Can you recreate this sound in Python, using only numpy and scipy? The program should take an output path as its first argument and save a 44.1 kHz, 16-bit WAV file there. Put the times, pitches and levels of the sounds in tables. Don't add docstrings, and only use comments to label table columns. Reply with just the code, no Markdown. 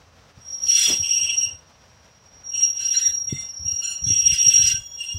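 import sys
import numpy as np
from scipy import signal
from scipy.fft import rfft, irfft, next_fast_len
from scipy.io import wavfile
from scipy.ndimage import uniform_filter1d

SR = 44100
rng = np.random.default_rng(int(sys.argv[2]) if len(sys.argv) > 2 else 0)


def store_wav(level_fs):
    pcm = np.round(np.clip(np.atleast_2d(level_fs), -1, 1) * 32767)
    wavfile.write(sys.argv[1], SR, pcm.T.astype(np.int16))


N = 228782
TIME = np.arange(N) / SR

# (t/s, f/Hz)
SQUEAL_PITCH = [(0, 5679), (4.0, 5676), (4.4, 5682), (4.74, 5690), (4.82, 5641), (5.07, 5631), (5.12, 5686)]
# (low f/Hz, high f/Hz)
SQUEAL_BAND = (5565, 5745)
# (t/s, level/dB)
SQUEAL_LEVELS = [
    [(0.3, -82), (0.518, -31.5), (0.6, -35.5), (0.694, -16.5), (1.018, -25.5), (1.16, -20), (1.314, -27.5),
     (1.434, -21), (1.65, -65)],
    [(2.1, -65), (2.442, -50), (2.464, -34.5), (2.652, -20), (2.766, -30.5), (2.938, -20.5), (3.584, -39),
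     (3.682, -25), (3.97, -32)],
    [(4.01, -39.5), (4.038, -24), (4.314, -16.5), (4.372, -30.5), (4.416, -14), (4.66, -18), (4.752, -23.5),
     (4.814, -43), (5.188, -31.5)],
]
# (crest t/s, lift/dB)
CATCHES = [(0.69, -1), (1.39, 2), (2.485, -2), (2.63, 5), (2.955, 0.5), (3.075, 9), (4.129, 6), (4.59, 4)]
CATCH_S = 0.018
# (t/s, amount 0-1)
HARSHNESS = [(.4, 0.98), (1.2, 1.0), (1.5, 0.73), (2.6, 0.6), (4.3, .55), (4.45, 0.2), (5.19, 0.7)]

# (start t/s, end t/s, start level/dB, end level/dB)
RUBS = [(0.693, 0.905, -27.5, -29), (1.035, 1.338, -27, -24.5), (1.421, 1.47, -27, -34.5),
        (2.556, 2.625, -28, -30.5), (2.805, 3.083, -30.5, -43), (3.29, 3.476, -42.5, -51.5),
        (3.673, 3.754, -41, -44.5), (3.833, 3.925, -30.5, -33.5), (4.101, 4.7, -29, -23.5),
        (5.004, 5.108, -28.5, -32.5)]
RUB_RISE_S, RUB_FALL_S = 0.015, 0.047
# (t/s, f/Hz)
BOUNCE_SLIP = [(.9, 220.5), (1.5, 99), (2.6, 140.6), (3.9, 73.8), (4.3, 188.2), (4.7, 150.5), (4.8, 39.6)]
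# (start t/s, end t/s, bounces per swing, level/dB, scale of frequency wander f/Hz)
CHATTER_BOUTS = [(0.66, 0.76, 0.21, -41, 68.6), (0.77, 0.883, 0.25, -29, 114.5),
                 (1.307, 1.327, 0.26, -47, 97.5), (2.537, 2.642, 0.25, -45, 88.2),
                 (2.805, 2.838, 0.27, -35, 124.5), (2.944, 2.975, 0.26, -28, 129.8),
                 (2.998, 3.088, 0.31, -32.5, 125), (3.299, 3.413, 0.37, -40.5, 54.6),
                 (3.3, 3.42, 0.24, -45.5, 53), (3.71, 3.753, 0.25, -49, 60), (3.827, 3.921, .25, -30, 48.8),
                 (4.054, 4.203, 0.26, -46, 86.7), (4.064, 4.209, 0.38, -46.5, 87),
                 (4.53, 4.707, 0.265, -34.5, 82.4), (4.987, 5.117, 0.26, -48, 60.4)]
# (start t/s, end t/s, level/dB)
BITES = [(0.44, 0.62, -74.5), (0.765, 0.915, -36.5), (2.802, 2.845, -57.5), (2.926, 3, -52),
         (4.338, 4.357, -41.5), (4.506, 4.53, -42.5), (4.666, 4.683, -37)]
BITE_RISE_S, BITE_FALL_S = 0.035, 0.034
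RUB_GRIT_DB = -32

# (f/Hz, width f/Hz, mean level/dB)
WHEEL_MODES = [(1606, 104, -3), (2023, 220, 1), (2832, 257, 0), (3337, 147, 9), (3483, 42, -1.5),
               (4023, 152, 0.5), (4330, 46, 4), (5094, 60, 9.5), (6104, 90, 8.5), (6997, 170, 3.5),
               (7280, 60, -23), (8070, 315, 6.5), (8440, 65, -26), (9190, 90, 7), (9620, 690, 10),
               (11600, 28, 10), (12000, 60, 6), (13700, 300, 2)]
# (f/Hz, level/dB)
WHEEL_RADIATION = [(500, -45.5), (1100, -18.5), (1500, -9), (2100, -3), (2800, 2.5), (4200, -1.5),
                   (5600, 9.5), (7000, -5), (8900, -5.5), (9500, -29), (11300, -8.5), (12500, -19.5),
                   (15800, -26)]
# (t/s, level/dB)
DULLING = [(.9, -2.5), (1.5, -9), (5.19, -4.5)]
# (start t/s, end t/s, f/Hz, level/dB)
SIDE_TONES = [(0.677, 0.798, 4296, -46), (0.747, 0.89, 3397, -33), (3.382, 3.81, 5413, -51),
              (4.05, 4.095, 6225, -41), (4.07, 4.1, 3380, -41), (4.557, 4.78, 3260, -59),
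              (4.676, 4.733, 1561, -44.5), (4.688, 4.93, 6840, -58.5), (4.773, 5.188, 3333, -57),
              (4.76, 5.194, 13600, -75), (4.76, 5.19, 14900, -75)]

# (t/s, nominal level/dB, f/Hz)
PUFFS = [(0.372, -44, 113), (0.995, -33, 91.5), (1.223, -38.5, 85.6), (1.46, -45, 104), (1.522, -39, 88),
         (3.079, -41.5, 73), (3.323, -13, 134), (3.595, -34.5, 82), (3.647, -34, 89.4), (3.716, -37, 87),
         (4.016, -32.5, 76.5), (4.064, -26, 114), (4.101, -18, 101), (4.266, -35.5, 139), (4.465, -34, 113),
         (4.588, -31, 102), (4.634, -35.5, 89.4), (4.733, -34, 95.5), (5.144, -26, 87)]
# (start t/s, end t/s, level/dB)
GUSTS = [(3.23, 3.424, -52), (4.268, 4.333, -39.5), (4.506, 4.81, -44.5)]
# (low f/Hz, high f/Hz)
GUST_BAND = (39, 123)

# (f/Hz, relative level per Hz/dB)
AIR_COLOUR = [(25, -43), (55, -1), (82, -0.5), (125, -4.5), (220, -9.5), (370, -16.5), (520, -9.5),
              (760, -12.5), (1100, -12.5), (2100, -18.5), (4500, -22), (5750, -18), (6700, -27.5),
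              (8900, -35), (9800, -40), (15800, -42)]
# (t/s, level/dB)
AIR_LEVEL = [(0, -53.5), (1.7, -53.5), (2.4, -55), (5.19, -57.5)]
ENGINE_HZ, ENGINE_DB = 85, -62
# (t/s, level/dB)
RUMBLE_LEVEL = [(.85, -55.5), (.9, -33), (.93, -36.5), (1.0, -58)]
# (f/Hz, relative level per Hz/dB)
RUMBLE_COLOUR = [(50, -9), (130, -10), (280, -4), (480, -7.5), (750, -14), (1300, -20.5), (3000, -37)]
CUTOFF_HZ = 15800


def squeal(swing, squeal_db=1.52, beat_hz=30, beat_drift_hz=13, partner_db=-3, overtone_db=-37, skirt_db=-18,
           span_s=0.11):
    beat = phase_of(beat_hz + beat_drift_hz * drift(rate_hz=25.18))
    partner = from_db(partner_db) * np.sin(swing - beat)
    pair = station(np.sin(swing) + partner, wet_db=1.5, t60=1.0)
    mode_filter = signal.butter(3, SQUEAL_BAND, "band", fs=SR, output="sos")
    tone = evened(signal.sosfilt(mode_filter, pair), span_s)

    octave = from_db(overtone_db) * np.sin(2 * swing)
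    shaken = from_db(skirt_db) * in_time(HARSHNESS) ** 3 * drift(rate_hz=324)
    skirt = shaken * (np.sin(swing) + from_db(-18.5) * np.sin(2 * swing))
    edges = station(octave + skirt, wet_db=4.5, t60=0.32)
    return from_db(squeal_db) * singing() * (tone + edges)


def singing():
    lift_db = sum(db * np.exp(-((TIME - crest) / CATCH_S) ** 2) for crest, db in CATCHES)
    return from_db(in_time(np.vstack(SQUEAL_LEVELS)) + lift_db)


def bouncing(swing, bounce_db=-8):
    alternation = pattern(swing, 1 / 2, in_time(BOUNCE_SLIP))
    return touching(from_db(bounce_db) * rubbing() * alternation, swing, tilt_db=-0.8)


def rubbing():
    gain = np.zeros(N)
    for start, end, first_db, last_db in RUBS:
        slope = from_db(np.interp(TIME, [start, end], [first_db, last_db]))
        gain += slope * bout(start, end, RUB_RISE_S, RUB_FALL_S)
    return gain


def chattering(swing, chatter_db=-3):
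    strength = np.zeros(N)
    for start, end, per_swing, db, unsteady_hz in CHATTER_BOUTS:
        gain = from_db(db) * bout(start, end, rise=0.0065, fall=0.037)
        strength += gain * pattern(swing, per_swing, unsteady_hz)
    return touching(from_db(chatter_db) * strength, swing, tilt_db=1.07)


def grinding(swing, grind_db=2, tangle_db=2, tangle_hz=450, clump_db=0.8):
    low_pass = signal.butter(8, 2800, fs=SR, output="sos")
    touches = rms_one(signal.sosfilt(low_pass, rng.standard_normal(N)))
    tangle = from_db(tangle_db) * pattern(swing, 0.42, tangle_hz)
    pressure = from_db(grind_db + clump_db * drift(rate_hz=91)) * biting()
    return touching(pressure * (touches + tangle), swing, tilt_db=1.7)


def biting():
    bites = sum(from_db(db) * bout(start, end, BITE_RISE_S, BITE_FALL_S) for start, end, db in BITES)
    return bites + from_db(RUB_GRIT_DB) * rubbing()


def pattern(swing, per_swing, unsteady_hz, wander=0.7):
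    slips_and_glides = drift(rate_hz=240) + wander * drift(rate_hz=25)
    return np.cos(per_swing * swing + phase_of(unsteady_hz * slips_and_glides))


def touching(strength, swing, tilt_db):
    harmonics = sum(2 * from_db(tilt_db * k * k) * np.cos(k * swing) for k in range(1, 4))
    return strength * (1 + harmonics)


def through_wheel(force, broad_db=-7, shifting_db=4):
    rings = np.zeros(N)
    for hz, width_hz, db in WHEEL_MODES:
        mode_gain = from_db(db + shifting_db * drift(rate_hz=27.6))
        rings += mode_gain * resonance(force, hz, width_hz)
    return colour(from_db(broad_db) * force + rings, WHEEL_RADIATION)


def far_off(x, edge_hz=8500):
    treble = colour(x, [(edge_hz / 2, -30), (edge_hz, -3), (edge_hz * 2.3, 0)])
    return x + (from_db(in_time(DULLING)) - 1) * treble


def side_tones(waver_hz=26):
    out = np.zeros(N)
    for start, end, hz, db in SIDE_TONES:
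        tone = np.sin(phase_of(hz + waver_hz * drift(rate_hz=131)))
        out += from_db(db) * bout(start, end, rise=0.0075, fall=0.0082) * tone
    return out


def station(x, wet_db, t60, count=160):
    delays_s = rng.uniform(0.002, 0.25, count)
    echoes = np.zeros(SR // 4 + 1)
    echoes[(delays_s * SR).astype(int)] = rng.standard_normal(count) * from_db(-60 * delays_s / t60)
    return x + from_db(wet_db) * signal.fftconvolve(x, echoes / np.linalg.norm(echoes))[:N]


def thumps(swirl_db=-10, swirl_s=0.03, push_cycles=0.89, snap_hz=350, snap_db=-1, hard_db=-24):
    out = np.zeros(N)
    for start, db, hz in PUFFS:
        cycles = np.maximum(TIME - start, 0) * hz
        swell = cycles / push_cycles * np.exp(1 - cycles / push_cycles)
        push = np.sin(2 * np.pi * cycles) * swell

        band = signal.butter(3, [0.54 * hz, hz + 85], "band", fs=SR, output="sos")
        eddies = rms_one(signal.sosfilt(band, rng.standard_normal(N)))
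        swirl = from_db(swirl_db) * eddies * bout(start + 0.0054, start + 0.011, rise=0.0065, fall=swirl_s)

        spike = (2 * snap_hz * (TIME - start - 0.005)) ** 2
        snap = (2 * spike - 1) * np.exp(-spike)
        soft = from_db(min(db, hard_db))
        excess = from_db(db) - soft
        out += soft * (1.1 * push + swirl) + from_db(snap_db) * excess * snap
    return out


def buffeting(lumpy_db=3):
    band = signal.butter(3, GUST_BAND, "band", fs=SR, output="sos")
    eddies = rms_one(signal.sosfilt(band, rng.standard_normal(N)))
    strength = sum(from_db(db) * bout(start, end, rise=0.038, fall=0.025) for start, end, db in GUSTS)
    return strength * from_db(lumpy_db * drift(rate_hz=16)) * eddies


def background():
    air_gain = from_db(in_time(AIR_LEVEL) + 1.4 * drift(rate_hz=13.8))
    air = air_gain * rms_one(colour(rng.standard_normal(N), AIR_COLOUR))
    firing_gain = from_db(ENGINE_DB + 2 * drift(rate_hz=13.0))
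    firing = firing_gain * np.sin(phase_of(ENGINE_HZ + 4 * drift(rate_hz=12.4)))
    rumble = level(RUMBLE_LEVEL) * rms_one(colour(rng.standard_normal(N), RUMBLE_COLOUR))
    return air + firing + rumble


def from_db(db):
    return 10 ** (np.asarray(db) / 20)


def rms_one(x):
    return x / np.sqrt(np.mean(x ** 2) + 1e-20)


def in_time(rows):
    return np.interp(TIME, *np.transpose(rows))


def level(rows):
    return from_db(np.interp(TIME, *np.transpose(rows), left=-200, right=-200))


def bout(start, end, rise, fall):
    return np.exp(np.minimum(TIME - start, 0) / rise - np.maximum(TIME - end, 0) / fall)


def colour(x, spectrum):
    hz, db = np.transpose(spectrum)
    size = next_fast_len(N)
    bins_hz = np.maximum(np.fft.rfftfreq(size, 1 / SR), 1)
    gain = from_db(np.interp(np.log(bins_hz), np.log(hz), db))
    return irfft(rfft(x, size) * gain, size)[:N]


def drift(rate_hz):
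    r = np.exp(-2 * np.pi * rate_hz / SR)
    noise = rng.standard_normal(N + SR)
    return rms_one(signal.lfilter([1], [1, -2 * r, r * r], noise)[SR:])


def phase_of(hz):
    return 2 * np.pi * np.cumsum(hz) / SR


def resonance(x, hz, width_hz):
    r = np.exp(-np.pi * width_hz / SR)
    zeros = np.array([1, 0, -1]) * (1 - r * r) / 2
    poles = [1, -2 * r * np.cos(2 * np.pi * hz / SR), r * r]
    return signal.lfilter(zeros, poles, x)


def evened(x, span_s):
    return x / np.sqrt(np.maximum(uniform_filter1d(x * x, int(span_s * SR)), 1e-12))


def scene(sag_hz=32, jitter_hz=14):
    sag = sag_hz * in_time(HARSHNESS) * np.abs(drift(rate_hz=55.0))
    swing = phase_of(in_time(SQUEAL_PITCH) - sag + jitter_hz * drift(rate_hz=92.0))
    force = bouncing(swing) + chattering(swing) + grinding(swing)
    flange = from_db(-6.0) * station(far_off(through_wheel(force)), wet_db=0.5, t60=0.045)
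    other_modes = station(side_tones(), wet_db=8.5, t60=0.25)
    mix = squeal(swing) + flange + other_modes + thumps() + buffeting() + background()
    return mix[None]


def record(dry, low_cut_hz=38):
    thinned = signal.sosfilt(signal.butter(2, low_cut_hz, "high", fs=SR, output="sos"), dry)
    return signal.sosfilt(signal.ellip(12, 0.1, 80, CUTOFF_HZ, fs=SR, output="sos"), thinned)


dry = scene()
out = record(dry)
store_wav(out)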